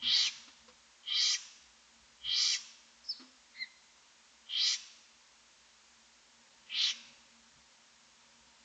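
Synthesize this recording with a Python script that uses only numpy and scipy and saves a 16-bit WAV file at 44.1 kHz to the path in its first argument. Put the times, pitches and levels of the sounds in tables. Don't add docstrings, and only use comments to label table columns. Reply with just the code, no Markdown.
import sys
import numpy as np
from scipy import signal
from scipy.fft import rfft, irfft, next_fast_len
from scipy.io import wavfile
from scipy.ndimage import uniform_filter1d

SR = 44100
rng = np.random.default_rng(int(sys.argv[2]) if len(sys.argv) > 2 else 0)


def generate_wav(signal):
    frames = np.transpose(np.atleast_2d(signal))
    scaled = np.clip(frames, -1, 1) * 32767
    pcm = np.round(scaled).astype(np.int16)
    wavfile.write(sys.argv[1], SR, pcm)


N = 381024

# start/s, end/s, beak half open/s, attack/s, throat f shut/Hz, f open/Hz,
# relative width open, throat level shut/dB, level open/dB, chest rasp/dB, beak hiss/dB, wall echo power
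CALLS = [(0.018, 0.275, 0.096, 0.028, 3090, 4220, 0.21, -29.5, -28, -42, -39, 0.83),
         (1.061, 1.349, 1.152, 0.034, 3040, 4470, 0.32, -32, -30.5, -44, -35, 1.32),
         (2.236, 2.553, 2.341, 0.035, 3080, 4820, 0.32, -32, -30.5, -45.5, -36, 1.22),
         (4.49, 4.746, 4.592, 0.037, 3040, 4640, 0.27, -33, -29, -46, -37.5, 1),
         (6.692, 6.911, 6.75, 0.056, 2630, 3810, .2, -34.5, -28, -44, -42.5, 0.58)]
# f/Hz, level/dB
RASP_COLOUR = [(400, -41), (750, -27.5), (950, -16.5), (1300, -17.5), (1700, -9.5), (2000, -6), (2550, 2),
               (3100, -2.5), (4600, -4.5), (5600, -6.5), (6500, -17), (7400, -20.5), (7900, -43.5),
               (9000, -36.5)]
# end/s, length/s, first f/Hz, last f/Hz, level/dB
CALL_ENDINGS = [(0.291, 0.038, 3000, 2344, -35), (1.361, 0.031, 3183, 1890, -38),
                (2.559, 0.036, 3033, 1960, -35), (4.748, 0.023, 3070, 2050, -43),
                (6.927, 0.02, 3250, 2750, -51)]
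# delay/ms, signed gain
REFLECTIONS = [(0.593, 0.53), (1.154, -0.95), (1.353, -0.46), (1.945, 0.27), (2.215, 0.35), (2.71, -0.46),
               (2.899, -0.3), (3.266, -0.2), (4.067, 0.28), (4.451, -0.31), (5.561, 0.28), (6.391, 0.27),
               (6.492, 0.25), (7.073, -0.17)]
# f/Hz, width/Hz, level/dB
AIR_MODES = [(920, 43, -3), (1253, 46, -2.5), (1984, 50, -1.5), (2170, 33, -6.5), (2348, 38, 0),
             (2580, 20, -3.5), (2958, 140, -4.5), (3237, 30, -3.5), (3500, 84, -4), (3850, 50, -5.5),
             (4112, 45, -0.5), (4494, 56, -4.5), (4920, 26, -5.5), (5140, 24, 1.5)]
# start/s, loudest/s, end/s, swell/s, hold/s, pitch drop/s, top f/Hz, final f/Hz, level/dB,
# octave re level/dB
WHISTLES = [(3.046, 3.113, 3.215, 0.0083, .021, 3.113, 5282, 4330, -35, -55),
            (3.554, 3.63, 3.648, 0.047, 0.0064, 3.624, 2117, 1990, -36.5, -3)]
# t/s, level/dB, length/s, f/Hz, scratch re note/dB
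PUSHES = [(0.021, -54, 0.14, 240, -2.5), (.04, -68, 0.54, 144.7, -5), (0.476, -58.5, 0.048, 278, 7),
          (0.679, -56, 0.067, 501, 2), (2.25, -70.5, 0.19, 136, -25), (3.193, -56, 0.2, 256.4, -3.5),
          (7.554, -67.5, 0.078, 152, -14)]
# f/Hz, width/Hz, level/dB
WALL_MODES = [(145, 8.3, -20), (268, 9.3, -13.5), (320, 43, -8.5), (526, 100, -15)]
# f/Hz, level/dB
SCRATCH_COLOUR = [(200, -58), (500, -8), (750, -11), (1200, 1.5), (1700, -9), (5000, -5), (8000, -30.5)]
# f/Hz, t60/s
BOX_DECAY = [(300, 0.27), (3000, 0.043), (8000, 0.066)]
# f/Hz, level/dB
ENTRANCE_COLOUR = [(500, -14.5), (1100, 7), (2000, -2), (3000, -7), (4500, -5), (7500, -1.5)]
# f/Hz, t60/s
TREE_DECAY = [(300, 1), (2000, 1.0), (4500, 0.86), (8000, 0.78)]
# t/s, level/dB, half length/s
WEIGHT_SHIFTS = [(0.08, -65.5, 0.044), (0.683, -76.5, 0.12), (1.222, -74.5, 0.068), (1.66, -83, .06),
                 (2.03, -74.5, 0.085), (2.28, -68.5, 0.045), (7.57, -75, 0.065), (8.502, -89, 0.18)]
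# f/Hz, level/dB
STIR_COLOUR = [(25, -30), (45, -5.5), (60, 5.5), (98, -17), (145, -11), (180, -11), (300, -39.5)]
# t/s, level/dB
DRONE_LEVELS = [(0, -64.5), (.5, -73), (1.0, -80.5), (2.5, -75.5), (4.2, -80), (6.1, -79.5), (6.6, -75),
                (7.05, -66.5), (7.5, -77), (8.64, -71.5)]
# f/Hz, width/Hz, level/dB
DRONE_MODES = [(136.8, 6.1, -11.5), (230.7, 8.4, 0.5), (549, 36, -12.5), (932, 40, -9)]
# f/Hz, level/dB
HISS_COLOUR = [(59, -67), (100, -33.5), (135, -15), (193, -25), (228, -12), (291, -12), (357, -11.5),
               (431, -12), (550, -9.5), (702, -9.5), (929, -5), (1380, -5.5), (7160, -6), (8160, -16),
               (8800, -32), (11400, -61.5), (19400, -120)]

ONSET_DB, GIVE_OUT_S, GIVE_OUT_DB, SAG_HZ = -17, 0.071, -8, 614
OPEN_S, SHUT_CHEST_DB = 0.021, -4
HISS_RISE_DB_PER_S, HISS_LAG_S, HISS_END_DB = 420, 0.073, 3
LEAD_IN_S, LEAD_IN_DB = 0.024, -11


def owlet():
    inside, outside = np.zeros(N), np.zeros(N)
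    for call, ending in zip(CALLS, CALL_ENDINGS):
        index = max(int((call[0] - .04) * SR), 0) + np.arange(SR * 2 // 5)
        t = index / SR
        inside[index] += boxed(screech(call, t), echo_power=call[-1]) + squeal(ending, t)
        outside[index] += screech(call, t, broadening=3)
    return inside, outside


def screech(call, t, broadening=1, shut_width=.15, shut_flutter_db=1.5, open_flutter_db=.6):
    start, end, opens, attack, shut_hz, open_hz, open_width, shut_db, open_db, chest_db, hiss_db, _ = call
    gape = 1 / (1 + np.exp((opens - t) / OPEN_S))
    starting = np.exp(-np.maximum(t - start, 0) / attack)
    spent = np.clip(1 + (t - end) / GIVE_OUT_S, 0, 1)
    centre_hz = shut_hz + gape * (open_hz - shut_hz) - SAG_HZ * spent
    width = broadening * (shut_width + gape * (open_width - shut_width))
    throat = swept(rasp(t, .88 * shut_hz, 7000), t, centre_hz, width)
    depth_db = shut_flutter_db + gape * (open_flutter_db - shut_flutter_db)
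    flutter = amp(depth_db * noise(lambda f: band(f, 34, 170, order=3), len(t)))
    voice_db = shut_db + gape * (open_db - shut_db) + ONSET_DB * starting + GIVE_OUT_DB * spent
    voice = amp(voice_db) * steady(throat * flutter)
    chest = amp(chest_db - 12 * starting + SHUT_CHEST_DB * (1.5 - gape)) * steady(rasp(t, 420, 2390))
    held_back_db = HISS_RISE_DB_PER_S * np.maximum(opens + HISS_LAG_S - t, 0)
    beak = amp(hiss_db - held_back_db + HISS_END_DB * spent) * steady(rasp(t, 5730, 1.81 * open_hz))
    breath = gate(t, start + .004, end - .002, fade=.009)
    lead_in = amp(LEAD_IN_DB) * gate(t, start - LEAD_IN_S, start)
    return (voice + chest + beak) * np.maximum(breath, lead_in)


def rasp(t, low_hz, high_hz):
    return noise(lambda f: amp(along(RASP_COLOUR, f)) * band(f, low_hz, high_hz, order=12), len(t))


def squeal(ending, t, octave_db=-5, drop_at=.55):
    end, length, start_hz, end_hz, db = ending
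    progress = np.clip((t - end) / length + 1, 0, 1)
    hz = end_hz + (start_hz - end_hz) / (1 + np.exp(14 * (progress - drop_at)))
    waver = .04 * noise(lambda f: band(f, 30, 500, order=2), len(t))
    phase = 2 * np.pi * np.cumsum(hz * (1 + waver)) / SR
    tone = np.sin(phase) + amp(octave_db) * (1 - progress) * np.sin(2 * phase)
    arch = 2 * np.sqrt(progress * (1 - progress))
    return filtered(amp(db) * arch * tone, lambda f: band(f, 1400, 8200, order=10))


def boxed(x, echo_power, between_modes_db=-8.5, late_gain=.208):
    late = [(ms, late_gain) for ms in rng.uniform(7, 20, size=6)]
    f = np.fft.rfftfreq(8192, 1 / SR)
    cavity = np.hypot(amp(between_modes_db), modes(AIR_MODES, f))
    gain = ribs(f, REFLECTIONS) ** echo_power * ribs(f, late) * cavity
    cepstrum = irfft(np.log(gain + 1e-6))
    ring = irfft(np.exp(rfft(2 * cepstrum[:len(f) - 1], len(cepstrum))))
    return unit(signal.fftconvolve(x, ring)[:len(x)]) * np.std(x)


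def ribs(f, echoes):
    return np.abs(1 + sum(gain * np.exp(-2j * np.pi * f * ms / 1000) for ms, gain in echoes))


def chirps(t, jitter=.0058, hoarse=.058, clear_db=-41, fade_s=.016, drop_s=.0027, climb_per_s=.6):
    out = np.zeros(N)
    for start, loudest, end, swell, hold, drop, top_hz, final_hz, db, octave_db in WHISTLES:
        climb_hz = top_hz * (1 - climb_per_s * np.clip(loudest - hold - t, 0, .1))
        hz = final_hz + (climb_hz - final_hz) * (1 - np.tanh((t - drop) / (2 * drop_s))) / 2
        off_peak = np.maximum(loudest - hold - t, 0) / swell + np.maximum(t - loudest, 0) / fade_s
        weak_db = -54 - 55 * np.abs(t - loudest)
        level_db = np.maximum(db - 20 * off_peak, weak_db)
        roughness = jitter + hoarse * np.clip((clear_db - level_db) / 10, 0, 1)
        waver = roughness * noise(lambda f: band(f, 51, 260, order=2))
        phase = 2 * np.pi * np.cumsum(hz * (1 + waver)) / SR
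        tone = np.sin(phase) + amp(octave_db) * np.sin(2 * phase)
        out += np.sqrt(2) * gate(t, start, end) * amp(level_db) * tone
    return out


def bumps(t, rise_s=.012, thud_db=-12):
    thud = amp(thud_db) * noise(lambda f: modes(WALL_MODES, f) * band(f, 100, 500, order=3))
    scratch = noise(lambda f: amp(along(SCRATCH_COLOUR, f)))
    out = np.zeros(N)
    for start, db, length, hz, scratch_db in PUSHES:
        age = np.maximum(t - start, 0)
        push = amp(db + 8 - 36 * age / length) * (1 - np.exp(-age / rise_s))
        claws = amp(scratch_db - 12 * age / length) * scratch
        out += push * (np.sin(2 * np.pi * hz * age) + thud + claws)
    return out


def echo(x, decay, delay_s):
    hz, t, spectra = signal.stft(rng.standard_normal(SR), SR, nperseg=256)
    tail = signal.istft(spectra * amp(-60 * t / along(decay, hz)[:, None]), SR, nperseg=256)[1]
    return signal.fftconvolve(x, np.pad(tail / np.linalg.norm(tail), (int(delay_s * SR), 0)))[:N]


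def shuffling(t, rest_db=-85, wander_db=1):
    stir = amp(rest_db - wander_db * noise(lambda f: band(f, 1, 2.4, order=3)))
    stir += sum(amp(db) * np.exp(-((t - at) / half) ** 2) for at, db, half in WEIGHT_SHIFTS)
    return stir * noise(lambda f: amp(along(STIR_COLOUR, f)))


def cavity_drone(t):
    level_db = np.interp(t, *np.transpose(DRONE_LEVELS))
    return amp(level_db) * noise(lambda f: modes(DRONE_MODES, f))


def microphone_hiss(db=-63.5):
    return amp(db) * noise(lambda f: amp(along(HISS_COLOUR, f)))


def amp(db):
    return 10 ** (np.asarray(db) / 20)


def unit(x):
    return x / np.sqrt(np.mean(x ** 2) + 1e-20)


def steady(x):
    return x / np.sqrt(np.abs(uniform_filter1d(x * x, size=900)) + 1e-20)


def along(points, hz):
    f, values = np.transpose(points)
    return np.interp(np.log(hz + 1), np.log(f + 1), values)


def gate(t, start, end, fade=.012):
    return np.clip(1 + np.minimum(t - start, end - t) / fade, 0, 1)


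def filtered(x, response):
    size = next_fast_len(len(x) + SR // 4)
    return irfft(rfft(x, size) * response(np.fft.rfftfreq(size, 1 / SR)), size)[:len(x)]


def modes(table, f):
    return np.sqrt(sum((amp(db) * f * width) ** 2 / ((hz * hz - f * f) ** 2 + (f * width) ** 2)
                       for hz, width, db in table))


def noise(response, count=N):
    return unit(filtered(rng.standard_normal(count), response))


def band(f, low_hz, high_hz, order):
    return 1 / np.sqrt((1 + (low_hz / (f + 1)) ** (2 * order)) * (1 + (f / high_hz) ** (2 * order)))


def swept(x, t, centre_hz, width):
    f, offsets, spectra = signal.stft(x, SR, nperseg=512, noverlap=448)
    times = t[0] + offsets
    detune = np.log((f[:, None] + 1) / np.interp(times, t, centre_hz)) / np.interp(times, t, width)
    return signal.istft(spectra / (1 + detune ** 2), SR, nperseg=512, noverlap=448)[1][:len(x)]


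def scene():
    t = np.arange(N) / SR
    inside, outside = owlet()
    whistles = chirps(t)
    box_ring = echo(amp(-8.5) * inside + amp(-5.5) * whistles, BOX_DECAY, delay_s=.004)
    thin = filtered(whistles, lambda f: band(f, 2600, 11000, order=2))
    escaping = filtered(amp(-12.5) * outside + amp(-13.5) * thin, lambda f: amp(along(ENTRANCE_COLOUR, f)))
    trees = echo(escaping, TREE_DECAY, delay_s=.03)
    near = inside + whistles + box_ring + bumps(t)
    background = microphone_hiss() + cavity_drone(t) + shuffling(t)
    return (near + trees + background)[None]


def record(dry, top_hz=8950):
    return filtered(dry[0], lambda f: f < top_hz)[None]


dry = scene()
out = record(dry)
generate_wav(out)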